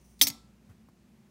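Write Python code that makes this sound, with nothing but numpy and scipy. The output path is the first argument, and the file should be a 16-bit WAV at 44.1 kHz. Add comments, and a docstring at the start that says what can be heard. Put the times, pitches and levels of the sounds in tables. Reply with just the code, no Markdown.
"""A low hum fills a small quiet room while the carriage of an old typewriter scrapes faintly along its rail.
At about 0.2 s it hits its stop with one sharp metallic clack: loose linked parts chatter, steel parts
ring and the case booms. It bounces back in a short rattle that shakes a loose lever, and the room
echoes briefly. Near 0.7 s and 0.9 s come two soft bumps as the machine is handled."""
import sys
import numpy as np
from scipy import signal
from scipy.fft import rfft, irfft
from scipy.io import wavfile

SR = 44100
rng = np.random.default_rng(int(sys.argv[2]) if len(sys.argv) > 2 else 0)


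def transcribe(signal):
    """Save signal, clipped to [-1, 1], as a 16-bit WAV file at the path in sys.argv[1]."""
    frames = np.atleast_2d(signal).T
    limited = np.clip(frames, -1, 1)
    pcm = np.round(limited * 32767).astype(np.int16)
    wavfile.write(sys.argv[1], SR, pcm)


N = 57330
T = np.arange(N) / SR
FREQS = np.maximum(np.arange(N // 2 + 1) * SR / N, 1)

# The tones of the hum: pitch_hz, starting_level_db, fade_db_per_s
HUM_TONES = [(59, -58.5, 10), (223, -65, 4.5)]
# The colour of the room's noise (how strong each pitch is): pitch_hz, level_db
AIR_COLOUR = [(25, -32.5), (45, -16), (62, -5), (85, -12), (115, -4.5), (150, -5.5), (215, 1.5), (300, -17),
              (355, -10), (430, -19), (800, -23.5), (1400, -28), (2600, -29), (3200, -33), (6400, -34.5),
              (16000, -43)]
# The colour of the carriage's scrape: pitch_hz, level_db
SLIDE_COLOUR = [(2000, -13), (4500, -9), (5900, 1), (7200, -5), (9500, -1.5), (12300, -11), (15700, -2)]
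# Pitches that the rubbing brings out: pitch_hz, width_hz, boost_db
RUB_PEAKS = [(5458, 120, 5), (6030, 200, 9), (6500, 120, 6.8), (8100, 130, 8), (8950, 150, 10),
             (9670, 170, 9)]
# Parts knocking together: start_s, level_db, treble_db_per_octave, fade_s (time to fall by 60 dB)
KNOCKS = [(0.1915, -54, -0.5, 0.22), (0.2128, -12, -2, 0.059), (0.218, -17.5, 1.5, 0.065),
          (.2226, -13.5, 6.5, 0.066), (0.234, -19, 1, 0.042), (0.2692, -26.5, -5, 0.037),
          (0.2691, -20.5, -1.5, 0.048), (0.281, -22.5, 1, .035), (0.3004, -29.5, -3.5, 0.025)]
# The colour of the loose parts' chatter: pitch_hz, level_db
CHATTER_COLOUR = [(100, -31.5), (200, -19.5), (300, -16), (450, -10.5), (800, -12), (1200, -14.5),
                  (1480, -20), (1850, -8.5), (2050, -4), (2800, -6.5), (4400, 3.5), (7000, -1), (10000, -1),
                  (11300, -2), (12700, -6.5), (13400, 2), (15700, -2.5)]
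# The colour of the room's echo: pitch_hz, level_db
ECHO_COLOUR = [(100, 1), (500, 5.5), (1500, 5), (3500, -0.5), (6000, -7.5), (9000, -6.5), (16000, -8)]
# How long the echo lasts: pitch_hz, fade_s
ECHO_FADES = [(200, 0.77), (2000, 0.22), (6000, 0.39), (15000, .2)]
# The very short tones of the struck stop: pitch_hz, level_db, fade_s
STOP_TONES = [(2090, -24.5, .025), (2480, -21.5, 0.024), (3264, -13.5, .035), (3607, -7, 0.015),
              (3800, -14.5, .012)]
# The carriage's hit and its bounce: start_s, steel_level_db, case_level_db
HITS = [(0.2134, 2.5, 0), (0.2701, -16, -7.5)]
# The tones of the steel parts: pitch_hz, level_db, fade_s
STEEL_TONES = [(1330, -56, .65), (4309, -28, .085), (4400, -28, .09), (4807, -27, .1), (5244, -25, .09),
               (5476, -26, .22), (6033, -27, .08), (6122, -17.5, .115), (8957, -23, .1), (11174, -24, .07),
               (11387, -26, .075), (13603, -28, .08), (14747, -24, .055), (15000, -26, .06)]
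# The low tones of the case: pitch_hz, level_db, fade_s
CASE_TONES = [(227.8, -45.5, 0.48), (283.2, -33.5, 0.22), (467.8, -50.5, .08), (580, -48, 0.053)]
# Soft low thumps: start_s, level_db, rise_s, fade_s
THUMPS = [(.236, -43.5, 0.0093, 0.17), (0.294, -41, 0.0029, 0.099), (0.692, -45.5, 0.0046, 0.082),
          (0.706, -47, .003, 0.077), (0.888, -45, 0.002, 0.037)]
# The colour of a thump: pitch_hz, level_db
THUMP_COLOUR = [(40, -19), (75, -4), (110, 1), (180, -4.5), (300, -19), (700, -46)]
# The tones of the loose lever: pitch_hz, level_db, fade_s
LEVER_TONES = [(4730, -49, 0.038), (6670, -30.5, 0.11), (7750, -28.5, 0.061), (7730, -29, 0.056),
               (13400, -26, 0.0637)]
# Light touches on the machine: start_s, level_db, rise_s, fade_s, upper_edge_hz, hiss_db
TOUCHES = [(0.689, -54, 0.017, 0.12, 2180, -17.5), (0.8865, -54.5, 0.00036, .03, 1390, -27)]

STOP_S = 0.2132  # when the carriage reaches its stop


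def gain(db):
    """Turn decibels into a number to multiply by."""
    return 10 ** (np.asarray(db) / 20)


def curve(points):
    """Join a table's points to get a value at every pitch."""
    hz, value = np.array(points, float).T
    return np.interp(np.log(FREQS), np.log(hz), value)


def noise(colour_db):
    """Noise of the given colour, always at the same overall strength."""
    phases = np.exp(2j * np.pi * rng.random(len(FREQS)))
    sound = irfft(gain(colour_db) * phases, N)
    return sound / sound.std()


def wobble(rate_hz):
    """A slow random drift, typically between -1 and 1."""
    return noise(-20 * np.log10(1 + (FREQS / rate_hz) ** 4))


def strike(start_s, rise_s, fade_s):
    """The loudness of a hit over time: it rises quickly, then dies away."""
    age = np.maximum(T - start_s, 0)
    return (1 - np.exp(-age / rise_s)) * np.exp(-np.log(1000) * age / fade_s)


def ring(tones, start_s, rise_s):
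    """A struck part sounds all its tones at once, and each fades at its own speed."""
    return sum(gain(db) * strike(start_s, rise_s, fade_s)
               * np.sin(2 * np.pi * (hz * (T - start_s) + rng.random())) for hz, db, fade_s in tones)


def background():
    """A wavering hum slowly fades over low room noise."""
    hum = sum(gain(db - fade * T) * np.sin(2 * np.pi * hz * T + 0.5 * wobble(rate_hz=5))
              for hz, db, fade in HUM_TONES)
    air = gain(-60.5 + 0.5 * wobble(rate_hz=5.6)) * noise(curve(AIR_COLOUR))
    return hum + air


def slide():
    """The carriage rubs unevenly along its rail until it meets the stop."""
    peaks_db = sum(db / (1 + (2 * (FREQS - hz) / width) ** 2) for hz, width, db in RUB_PEAKS)
    moving = np.where(T < 0.043, gain(-6), 1) * (T < STOP_S)  # softer at first
    level_db = -69 + 2 * wobble(rate_hz=30)
    return moving * gain(level_db) * noise(curve(SLIDE_COLOUR) + peaks_db)


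def chatter(treble_from_hz=2400):
    """Each knock shakes the loose linked parts: a burst of noise with its own brightness."""
    octaves = np.log2(np.maximum(FREQS / treble_from_hz, 1))
    colour_db = curve(CHATTER_COLOUR)
    return sum(gain(db) * strike(start_s, 0.00056, fade_s) * noise(colour_db + treble * octaves)
               for start_s, db, treble, fade_s in KNOCKS)


def room_echo(sound, bands=8):
    """The small room smears a sound into a soft echo whose low pitches last longest."""
    spectrum = rfft(noise(curve(ECHO_COLOUR)))
    fade_s = curve(ECHO_FADES)
    band = (np.sqrt(FREQS / (FREQS[-1] + 1)) * bands).astype(int)  # group nearby pitches
    tail = sum(irfft(spectrum * (band == k), N) * strike(0, 0.024, fade_s[band == k].mean())
               for k in range(bands))
    return gain(-19.5) * signal.fftconvolve(sound, tail / np.linalg.norm(tail))[:N]


def stop_clack():
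    """The carriage cracks once against its stop, which hardly rings."""
    return gain(0.5) * ring(STOP_TONES, STOP_S, rise_s=0.00046)


def steel_and_case():
    """The hit and the bounce each make the steel parts ring and the case boom."""
    return sum(gain(steel_db) * ring(STEEL_TONES, start_s, rise_s=0.002)
               + gain(case_db) * ring(CASE_TONES, start_s, rise_s=0.0047)
               for start_s, steel_db, case_db in HITS)


def thumps():
    """The machine thumps softly as it settles and is handled."""
    return sum(gain(db) * strike(start_s, rise_s, fade_s) * noise(curve(THUMP_COLOUR))
               for start_s, db, rise_s, fade_s in THUMPS)


def loose_lever():
    """The bounce shakes a loose lever, which rings high and briefly."""
    return ring(LEVER_TONES, start_s=0.2695, rise_s=0.0015)


def touches():
    """Light handling makes dull puffs of noise with a trace of hiss on top."""
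    sound = np.zeros(N)
    for start_s, db, rise_s, fade_s, edge_hz, hiss_db in TOUCHES:
        dull = 1 / (1 + (FREQS / edge_hz) ** 6)
        colour_db = 20 * np.log10(dull + gain(hiss_db))
        sound += gain(db) * strike(start_s, rise_s, fade_s) * noise(colour_db)
    return sound


def scene():
    """Add everything into one channel; only the scrape and the chatter get an echo."""
    clatter = slide() + chatter()
    mix = background() + clatter + room_echo(clatter) + stop_clack() + steel_and_case()
    return (mix + thumps() + loose_lever() + touches())[None]


def record(dry):
    """Take away the deepest bass and the very highest treble."""
    bass_cut = signal.butter(4, 42, "highpass", fs=SR, output="sos")  # below 42 Hz
    treble_cut = signal.ellip(10, 0.2, 80, 15750, fs=SR, output="sos")  # above 15750 Hz
    return signal.sosfilt(treble_cut, signal.sosfilt(bass_cut, dry))


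dry = scene()
out = record(dry)
transcribe(out)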